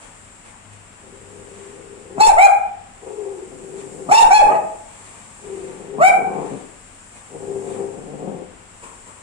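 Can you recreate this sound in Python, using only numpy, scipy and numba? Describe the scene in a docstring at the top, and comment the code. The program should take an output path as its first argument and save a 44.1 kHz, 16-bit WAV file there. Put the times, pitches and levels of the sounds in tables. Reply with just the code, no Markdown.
"""In a barred stairwell porch a small dog growls and whines, bursts into high, sharp barks, and growls again.
Folds driven as harmonic sums bark through a moving jaw resonance; slack folds rattle body resonances.
Early reflections and a decaying noise tail ring after each sound. A limiter holds the barks down, over
a faint outdoor murmur, a low hum, a thin high hiss, low thumps and short, soft puffs of shaped noise."""
import sys
import numpy as np
from scipy import signal
from scipy.fft import rfft, irfft
from scipy.io import wavfile
from scipy.ndimage import uniform_filter1d, minimum_filter1d
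from numba import njit

SR = 44100
rng = np.random.default_rng(int(sys.argv[2]) if len(sys.argv) > 2 else 0)


def output_pcm(signal):
    """Save a mono or channel-first signal as 16-bit PCM at the path in sys.argv[1].

    Samples are clipped to [-1, 1] before scaling.
    """
    pcm = np.clip(np.atleast_2d(signal).T, -1, 1) * 32767
    wavfile.write(sys.argv[1], SR, np.round(pcm).astype(np.int16))


N = 406602
TIME = np.arange(N) / SR
SIDES = np.array([[1], [-1]])  # left, right


def undb(db):
    """Amplitude ratio: 20 dB is a factor of ten in pressure."""
    return 10 ** (np.asarray(db) / 20)


def unit(x):
    """Normalisation by signal power: scale to rms 1."""
    return x / np.sqrt(np.mean(x ** 2) + 1e-18)


def on_log(hz, points):
    """Logarithmic pitch axis: interpolate (hz, value) points along log frequency."""
    f, value = np.transpose(points)
    return np.interp(np.log(np.maximum(hz, 1)), np.log(f), value)


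def colour(x, points):
    """Minimum-phase filtering: a causal cepstrum realises the (hz, level_db) response."""
    hz = np.maximum(np.arange(4097) * SR / 8192, 1)
    octaves_below = np.maximum(np.log2(points[0][0] / hz), 0)
    octaves_above = np.maximum(np.log2(hz / points[-1][0]), 0)
    # beyond the end points the response falls by 18 dB per octave
    response_db = on_log(hz, points) - 18 * (octaves_below + octaves_above)
    cepstrum = irfft(np.log(undb(response_db)))
    # fold the cepstrum onto positive time
    cepstrum[1:4096] *= 2
    cepstrum[4097:] = 0
    impulse = irfft(np.exp(rfft(cepstrum)))
    return signal.fftconvolve(x, impulse)[:len(x)]


def walk(rate, size=N):
    """Band-limited randomness: straight glides between `rate` random values a second; spread near 1."""
    step = max(int(SR / rate), 1)
    steps = np.repeat(rng.standard_normal(size // step + 1), step)
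    return 1.2 * uniform_filter1d(steps, step)[:size]


def bumps(rows):
    """Gaussian envelopes: gain of bell-shaped swells from rows of (centre_s, length_s, level_db)."""
    return sum(undb(db) * np.exp(-2 * np.minimum(((TIME - s) / length) ** 2, 20))
               for s, length, db in rows)


def gate(t, length, edge):
    """Linear onset and offset: open from 0 to `length` s, with ramps `edge` s long."""
    return np.clip(np.minimum(t, length - t) / edge + .5, 0, 1)


def swell(start, rise, fall, depth_db, edge):
    """Breath pressure: the gain of one push grows by depth_db to its top, sinks again and stops."""
    t = TIME - start
    level_db = np.interp(t, [0, rise, rise + fall], [-depth_db, 0, -depth_db])
    return gate(t, rise + fall, edge) * undb(level_db)


def lag_left(pair, lag_s=0.00029):
    """Travel-time difference: sound reaches the right microphone first."""
    left = np.pad(pair[0], (int(lag_s * SR), 0))[:pair.shape[1]]
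    return np.array([left, pair[1]])


def background(left_db=4, apart=1.0, apart_hz=500, hiss_left_db=3, hiss_drift_db=2.5):
    """Spatial coherence: a distant murmur alike on both sides in the bass, with a wavering hum and a thin hiss."""
    # spectrum of the outdoor murmur of air and traffic: hz, level_db
    outdoors = [(15, -16), (25, -1), (70, -6), (104, -8), (130, -10.5), (221, -5.5), (284, -11.5),
                (341, -13), (383, -14), (936, -12.5), (2190, -18), (2690, -19), (4350, -30.5),
                (6000, -30.5), (7800, -107), (13200, -120)]
    # spectrum of the thin hiss: hz, level_db
    hiss_spectrum = [(4500, -18.5), (6300, -13), (7000, -4), (7500, 3), (8000, -1.5), (8800, -2.5),
                     (9700, -11.5), (11000, -32.5), (15500, -37)]
    # swells of the hum: centre_s, length_s, level_db
    hum_swells = [(.75, 0.12, -52), (1.3, 0.17, -50), (7.7, 0.23, -53.5)]
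    outdoors_db, hiss_db, hum_db, hum_hz = -49, -48.5, -59, 100

    shared, own = (unit(colour(rng.standard_normal(N), outdoors)) for _ in range(2))
    own = signal.sosfilt(signal.butter(1, apart_hz, "high", fs=SR, output="sos"), own)
    murmur = shared + apart * SIDES * own
    murmur = murmur * undb(outdoors_db + 0.16 * walk(3.01) + SIDES * left_db / 2)

    hiss = np.array([unit(colour(rng.standard_normal(N), hiss_spectrum)) for _ in range(2)])
    hiss = hiss * undb(hiss_db + hiss_drift_db * walk(2.415) + SIDES * hiss_left_db / 2)

    hum_phase = 2 * np.pi * np.cumsum(hum_hz + 3 * walk(23)) / SR
    hum = unit(np.sin(hum_phase) * undb(2 * walk(11.0)))
    hum = hum * (undb(hum_db) + bumps(hum_swells)) * undb(SIDES * left_db)
    return murmur + hiss + hum


def noise_puffs(grain_db=3):
    """Amplitude-modulated noise: short, soft, grainy puffs."""
    # the puffs: centre_s, length_s, level_db
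    rows = [(0.036, 0.039, -48.5), (0.474, 0.052, -51.5), (.73, 0.023, -52), (1.624, 0.19, -53.5),
            (3.789, 0.044, -47), (5.04, 0.26, -51.5), (5.633, 0.46, -53), (6.497, 0.25, -51.5),
            (7.165, 0.055, -51), (7.72, 0.12, -50), (8.85, 0.12, -58.5)]
    # spectrum of a puff: hz, level_db
    spectrum = [(200, -7), (400, -7.5), (1050, -3.5), (1500, -10), (2500, -10), (5300, -23.5),
                (7700, -10.5), (9300, -13), (11000, -40.5), (15000, -48)]
    grains = rng.standard_normal(N) * undb(grain_db * walk(400))
    return bumps(rows) * unit(colour(grains, spectrum))


def flapping(flap_hz=35, spread=0.2207):
    """Low-frequency modulation: loose tissue in the throat flaps a few dozen times a second."""
    return np.sin(2 * np.pi * np.cumsum(flap_hz * (1 + spread * walk(30))) / SR)


def rattle(rate_hz, jitter, scatter_db):
    """Pulse excitation: slack folds slap shut at uneven intervals, each time with a different force."""
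    cycles = np.cumsum(rate_hz * np.exp(jitter * walk(170))) / SR
    slaps = np.diff(np.floor(cycles), prepend=0)
    return slaps * undb(scatter_db * (2 * rng.random(N) - 1))


def growl(throb=0.46, rattle_hz=152, depth_db=5, edge_s=0.042, snarl_lips_db=-4.5):
    """Source and resonator: an uneven, throbbing rattle rings chest, muzzle and lips in growls and snarls."""
    # rattling growls: start_s, rise_s, fall_s, chest_db, muzzle_db, lip_rasp_db
    growls = [ (1.02, 0.87, 0.25, -51.5, -47, -73), (2.071, 0.071, 0.018, -60, -46.5, -67),
              (3.013, 0.025, 0.42, -56, -38.5, -49.5), (3.458, 0.78, 0.46, -43.5, -42, -59),
              (4.44, 0.11, 0.026, -44.5, -32.5, -30), (5.41, 0.71, 0.068, -43.5, -40.5, -56),
              (6.168, 0.24, 0.088, -35.5, -32.5, -36), (6.5, 0.024, 0.052, -34, -38, -67),
              (7.309, 0.53, 0.12, -39.5, -34.5, -47), (7.955, 0.33, 0.15, -35, -36.5, -47), ]
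    # short snarls of the slack folds as a closed mouth opens to bark: centre_s, length_s, level_db
    snarls = [(2.18, 0.021, -28.5), (4.09, 0.022, -30.5), (6.0, 0.043, -32)]
    # resonances of the chest: hz, level_db
    chest_resonance = [(60, -36), (120, -10), (155, 3.5), (215, 6.5), (280, 7.5), (420, -14.5), (560, -4),
                       (700, -12), (1100, -31.5)]
    # resonances of the muzzle: hz, level_db
    muzzle_resonance = [(200, -49.5), (310, -3), (390, 7), (450, 5.5), (520, 3.5), (620, -26), (800, -11),
                        (1200, -52)]
    # resonances of the lips: hz, level_db
    lip_resonance = [(450, -24), (720, 20), (850, 18), (1100, 10.5), (1500, -7), (2400, -10), (4000, -37)]

    chest, muzzle, lips = sum(undb(db)[:, None] * swell(s, rise, fall, depth_db, edge_s)
                              for s, rise, fall, *db in growls)
    snarl = bumps(snarls)
    slaps = rattle(rattle_hz, jitter=.16, scatter_db=6.0) * (1 + throb * flapping())
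    return (muzzle * unit(colour(slaps, muzzle_resonance))
            + (chest + snarl) * unit(colour(slaps, chest_resonance))
            + (lips + snarl * undb(snarl_lips_db)) * unit(colour(slaps, lip_resonance)))


def whine(waver=0.0401, octave_db=-22, throb=1.0, depth_db=8, edge_s=0.02):
    """Periodic phonation: a clear nasal tone swells, fades and glides; when unsteady it throbs and wavers."""
    # nasal whines: start_s, rise_s, fall_s, level_db, first_pitch_hz, last_pitch_hz, unsteadiness (0-1)
    whines = [ (1.03, 0.87, 0.32, -44, 404.4, 405, 0.56), (2.134, 0.024, 0.028, -30.5, 418, 395, 0.34),
              (3.04, 0.139, 0.27, -28, 446, 361.6, 0.38), (3.493, 0.26, 0.13, -38, 374, 401, 0.94),
              (3.997, 0.013, 0.045, -31.5, 391.5, 390, 0.49), (5.429, 0.11, 0.19, -32, 409.3, 359.7, 0.71),
              (5.887, 0.082, 0.038, -28.5, 398, 419.4, 0.46), (6.141, 0.095, 0.22, -33.5, 449, 406, 0.93),
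              (7.42, 0.12, 0.1, -29, 397.6, 393.4, 0.26), (7.766, 0.046, 0.059, -27, 394.6, 399.4, 0.2), ]
    wobble, flap, out = waver * walk(120), flapping(), 0
    for s, rise, fall, db, first_hz, last_hz, unsteady in whines:
        glide_hz = np.interp(TIME, [s, s + rise + fall], [first_hz, last_hz])
        phase = 2 * np.pi * np.cumsum(glide_hz * (1 + unsteady * wobble)) / SR
        tone = np.sin(phase) + undb(octave_db) * np.sin(2 * phase)
        tone = tone * (1 + throb * unsteady * flap)
        out = out + tone * undb(db) * swell(s, rise, fall, depth_db, edge_s)
    return out


def arch(t, rise, hold, fall, first_hz, top_hz, top_db, core_rough):
    """Tension sets pitch: the folds tighten, hold and let go; level, roughness and overtone loss follow."""
    slack_hz = 484  # pitch as the folds let go
    crown_sag = 0.028  # share of its pitch that a bark lacks at either end of its hold
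    attack_db, release_db = 24.5, 17  # drop from the top at the start and at the end
    swell_db_per_s = 15.5  # pressure keeps building until the release
    onset_rough, release_rough = 0.3, 0.55  # roughness that slack folds add
    release_tilt_db = 8  # per octave: the overtones go first when the folds let go

    slack = np.clip(1 - t / rise, 0, 1) ** 1.5
    release = np.clip((t - rise - hold) / fall, 0, 1)
    early_release = np.sqrt(release)
    from_crown = (t - rise - hold / 2) / (hold / 2)
    crown_hz = top_hz * (1 - crown_sag * np.minimum(from_crown ** 2, 1))
    hz = crown_hz - (crown_hz - first_hz) * slack - (crown_hz - slack_hz) * release ** 1.5
    db = top_db + swell_db_per_s * np.minimum(t - rise, hold)
    db = db - attack_db * slack ** 2 - release_db * early_release
    rough = np.clip(core_rough + onset_rough * slack + release_rough * early_release, 0, 1)
    return hz, db, rough, release_tilt_db * early_release


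def overtone(k, phase, rough, tilt_db, closed, breathy, smear=1.1, bloom_db=7, break_db=13.5):
    """Harmonic series: overtone k wanders and breaks with roughness; above the third it blooms late."""
    size = len(phase)
    breaks = np.minimum(walk(70.1, size), 1) - .5
    # high overtones stay down until the folds are taut
    db = tilt_db * np.log2(k / 2) - bloom_db * closed * (k > 3)
    db = db + break_db * (rough + breathy) * breaks
    wander = smear * rough * np.sqrt(k / 3) * walk(197.3, size)
    return np.cos(k * phase + wander) * undb(db)


@njit
def resonance(x, hz, width):
    """State-variable resonator: a band-pass with a moving centre, gain 1 there."""
    y, band, low = np.empty(len(x)), 0., 0.
    for i in range(len(x)):
        g, k = np.tan(np.pi * hz[i] / SR), width / hz[i]
        v = (band + g * (x[i] - low)) / (1 + g * (g + k))
        band, low, y[i] = 2 * v - band, low + 2 * g * v, k * v
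    return y


def jaw(voice, progress, shut_hz, open_hz, lift_db, width_hz=400.0, lag=0.96, shut_loss=0.42):
    """Formant motion: the opening jaw moves the mouth resonance upward, lighting one overtone after another."""
    opening = np.clip(progress / lag, 0, 1)  # lag: opening time as a multiple of the bark's rise
    hz = shut_hz + (open_hz - shut_hz) * opening ** 2.2
    # the shut jaw lacks this share of the lift
    lift = undb(lift_db * (1 - shut_loss * (1 - opening))) - 1
    return voice + lift * resonance(voice, hz, width_hz)


def bark(row, sub=0.4, air=0.43, loose_tilt_db=1.5, soft_tilt_db=0.5, flutter=0.14, throb_db=5,
         gust_db=5.5, breathy=0.12, flap_depth=0.72, edge_s=0.015):
    """Vocal-fold oscillation: folds scoop into a high arching note that frays, with air torn once a cycle."""
    # spectrum of the air torn at the folds: hz, level_db
    rasp = [(200, -6.5), (600, 1), (1200, 3.5), (1700, -9), (2200, 6), (3000, 4.5), (3700, -3), (4600, 2),
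            (6000, 9.5), (7500, 9), (15000, 4.5)]
    (s, rise, hold, fall, first_hz, top_hz, top_db, core_rough,
     shut_hz, open_hz, lift_db, bite_db, treble_db) = row
    start, size = int((s - .01) * SR), int(.3 * SR)
    t = TIME[start:start + size] - s
    hz, db, rough, dull_db = arch(t, rise, hold, fall, first_hz, top_hz, top_db, core_rough)
    jitter = .045 * rough * walk(450, size) + .012 * walk(120, size)
    phase = 2 * np.pi * np.cumsum(hz * (1 + jitter)) / SR

    # less effort and less tension close the folds more gently: the upper harmonics fall away
    slack_db = soft_tilt_db * (db - db.max()) + loose_tilt_db * np.log2(hz / hz.max()) - dull_db
    closed = 1 - np.clip(t / rise, 0, 1) ** 2
    folds = np.cos(phase) + sum(overtone(k, phase, rough, slack_db, closed, breathy)
                                for k in np.arange(2, 20))
    # strong and weak cycles alternate when the voice is rough
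    alternation = sub * np.cos(phase / 2) * walk(80.4, size)
    folds *= 1 + rough * (alternation + flutter * walk(350, size))

    # even a clear bark is a little breathy
    turbulence = air * 3 * (rough + breathy) * colour(rng.standard_normal(size), rasp)
    turbulence = turbulence * (1 + np.cos(phase)) * undb(slack_db)

    # a rough bark comes out in uneven bursts, chopped by loose tissue
    uneven_db = rough * (throb_db * walk(131.3, size) + gust_db * walk(65.6, size))
    voice = jaw(folds + turbulence, t / rise, shut_hz, open_hz, lift_db)
    voice = voice * gate(t, rise + hold + fall, edge_s) * undb(db + uneven_db)
    voice = voice * (1 + flap_depth * rough * flapping()[:size])
    # the lips set how much bite and treble get out
    lip_shape = [(20, 0), (2800, 0), (3600, bite_db), (5800, bite_db), (7500, treble_db), (20000, treble_db)]
    return np.pad(colour(voice, lip_shape), (start, N - start - size))


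def barking():
    """Linear filtering: one fixed spectral envelope colours every bark."""
    # barks: start_s, rise_s, hold_s, fall_s, first_pitch_hz, top_pitch_hz, level_db, roughness (0-1),
    # shut_mouth_hz, open_mouth_hz, mouth_lift_db, bite_db (about 4-6 kHz), treble_db
    rows = [ (2.176, 0.042, 0.07, 0.05, 611, 884.6, -4.5, 0.45, 1150, 2600, 9.5, 6.5, 5),
            (2.361, 0.059, 0.04, 0.0181, 579.6, 813, -2.5, 0.26, 2050, 2310, 12, -1.5, 1.5),
            (4.092, 0.05, 0.079, 0.063, 620.2, 925.5, -3, 0.49, 1150, 2700, 11.5, 8, 5),
            (4.296, 0.042, 0.044, 0.054, 689, 854, -0.5, 0.16, 2000, 2500, 10.5, 7.5, 0),
            (4.48, 0.04, 0.0505, 0.03, 540.5, 648.3, -11.5, 0.5, 1150, 1270, -1, -18, -14),
            (5.988, 0.066, 0.032, 0.0118, 500.3, 783.2, -2, 0.04, 1050, 2280, 15, -2, 1.5), ]
    # overall tone colour of the barks, uneven in the treble: hz, level_db
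    tone_colour = [(150, -30.5), (420, -9.5), (680, -3), (860, 1), (1100, -11.5), (1650, -22),
                   (1950, -22.5), (2400, -22), (3200, -33), (4300, -26), (4950, -34), (5450, -30),
                   (6100, -37), (6600, -33), (7000, -32), (7420, -22.5), (7950, -37), (8400, -33),
                   (8900, -26), (9700, -34.5), (10500, -43), (15500, -52.5)]
    return colour(sum(bark(row) for row in rows), tone_colour)


def thumps(left_db=6):
    """Pressure noise: low thumps under the loudest barks, like puffs of air on the microphone."""
    # the thumps: centre_s, length_s, level_db
    rows = [(2.335, 0.085, -28.5), (4.265, 0.069, -30), (4.435, 0.052, -29)]
    # spectrum of a thump: hz, level_db
    spectrum = [(12, 2), (25, -12), (50, -24.5), (100, -30), (200, -42)]
    return bumps(rows) * unit(colour(rng.standard_normal(N), spectrum)) * undb(SIDES * left_db / 2)


def quick_puffs(grain_db=3, attack_s=0.0095, decay_s=0.048):
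    """Exponential decay: short, soft puffs of noise with a quick onset."""
    # the puffs: start_s, level_db
    rows = [(8.822, -39), (9.058, -44.5)]
    # spectrum of a puff: hz, level_db
    spectrum = [(200, -7), (420, 3), (700, -9), (1020, 4), (1500, -7), (2700, -12), (4500, -24),
                (6000, -19), (7700, -5), (9300, -14), (11000, -34), (15000, -45)]
    envelope = 0
    for s, db in rows:
        t = TIME - s
        onset = np.interp(t, [0, attack_s], [0, 1])
        envelope = envelope + undb(db) * onset * np.exp(-np.maximum(t - attack_s, 0) / decay_s)
    grains = rng.standard_normal(N) * undb(grain_db * walk(400))
    return envelope * unit(colour(grains, spectrum))


def standing_wave(x):
    """Room mode: a standing wave between the walls favours one low note and holds it a little."""
    # the mode: hz, width_hz, lift_db
    mode = (393, 9.4, 0.27)
    hz, width_hz, lift_db = mode
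    ringing = signal.lfilter(*signal.iirpeak(hz, hz / width_hz, fs=SR), x)
    return x + (undb(lift_db) - 1) * ringing


def taps(rows):
    """Specular reflection: a second of stereo impulses from rows of (delay_s, left_gain, right_gain)."""
    out = np.zeros((2, SR))
    for delay, left, right in rows:
        out[:, int(delay * SR)] += left, right
    return out


def treble_response(span_s=0.002366, scatter_db=-5, left_db=6):
    """Interference: a random, short treble response makes the overtones uneven."""
    size = int(span_s * SR)
    treble = signal.butter(2, 3000, "high", fs=SR, output="sos")
    response = signal.sosfilt(treble, rng.standard_normal((2, SR)))
    response = response * (np.arange(SR) < size)
    return response * undb(scatter_db + SIDES * left_db / 2) / np.sqrt(size)


def porch(x, wet_db, left_db, wet_left_db, build=0.00052):
    """Reverberation: direct sound, a few echoes, then a dense decaying tail that differs at two microphones."""
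    # decay time of the tail in each band: hz, t60_s
    band_t60 = [(150, 0.29), (400, 0.72), (800, 0.72), (2400, 0.53), (3100, 0.32), (5000, 0.27),
                (9000, 0.51), (15000, 0.08)]
    # distinct reflections from the near walls: delay_s, left_gain, right_gain
    walls = [(.0016, 0.22, -0.0084), (.0051, 0.17, -0.031), (.0093, 0.27, -0.36), (0.015, 0.55, -0.027)]
    # dull echoes from house fronts across the yard: delay_s, left_gain, right_gain
    echoes = [(.078, 0.12, 0.13), (.094, 0.22, 0.22), (0.119, 0.1, -0.17), (.205, 0.066, 0.049)]
    # response of the house fronts: hz, level_db
    echo_response = [(20, 1.5), (900, 2), (2400, -8), (3500, -11), (15000, -18)]

    t = np.arange(SR) / SR
    octave = np.log2(np.arange(SR // 2 + 1) + 1)
    centres = np.log2(np.array(band_t60)[:, 0])
    noise, tail = rfft(rng.standard_normal((2, SR))), 0
    # each band decays by 60 dB in its own t60
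    for share, (_, t60) in zip(np.eye(len(centres)), band_t60):
        band = np.interp(octave, centres, share)
        tail = tail + irfft(noise * band, SR) * np.exp(-np.log(1000) * t / t60)
    tail = tail * (1 - np.exp(-t / build)) * undb(wet_db + SIDES / 2 * wet_left_db) * np.sqrt(20 / SR)

    far = np.array([colour(side, echo_response) for side in taps(echoes)])
    early = treble_response() + taps(walls) + far
    early[:, 0] += 1  # direct sound
    response = lag_left(early * undb(SIDES / 2 * left_db)) + tail
    return signal.fftconvolve(x[None], response, axes=1)[:, :N]


def scene():
    """Superposition: the dog and the soft puffs sound in the porch; the background comes in through the bars."""
    # the right microphone is shaded from a bark's bite: hz, level_db
    right_shade = [(20, -4), (2600, 0.5), (4200, -6.5), (5800, -2), (7500, 1), (20000, -7)]
    left, right = porch(barking(), wet_db=-2.5, left_db=-1.5, wet_left_db=1, build=0.0069)
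    barks = np.array([left, colour(right, right_shade)])
    low_voice = porch(standing_wave(growl() + whine()), wet_db=-5.0, left_db=8.5, wet_left_db=10.0)
    grainy = porch(noise_puffs(), wet_db=6.0, left_db=-7.0, wet_left_db=8.0)
    quick = porch(quick_puffs(), wet_db=-4.5, left_db=0.5, wet_left_db=20)
    return lag_left(background()) + grainy + low_voice + barks + thumps() + quick


@njit
def follow(x, release):
    """Envelope detection: a peak follower jumps up at once and sinks back slowly."""
    out, e = np.empty(len(x)), 0.
    for i in range(len(x)):
        e = max(x[i], e * (1 - release))
        out[i] = e
    return out


def record(dry, ceiling=0.98, release_s=0.043, lopsided=0.05, top_hz=15750):
    """Limiting and even-order distortion: look-ahead gain holds barks down; a lopsided microphone adds thumps."""
    peak = follow(np.abs(dry).max(axis=0), 1 / (release_s * SR))
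    gain = np.minimum(1, ceiling / (peak + 1e-9))
    # the gain begins to drop 64 samples ahead of a peak
    gain = uniform_filter1d(minimum_filter1d(gain, size=65), size=65)
    held = dry * gain
    # squaring the pressure leaves a slow, one-sided push
    thump = signal.sosfilt(signal.butter(1, [20, 70], "band", fs=SR, output="sos"), held ** 2)
    low_pass = signal.ellip(8, .2, 80, top_hz, fs=SR, output="sos")
    return signal.sosfilt(low_pass, held + lopsided * thump)


dry = scene()
out = record(dry)
output_pcm(out)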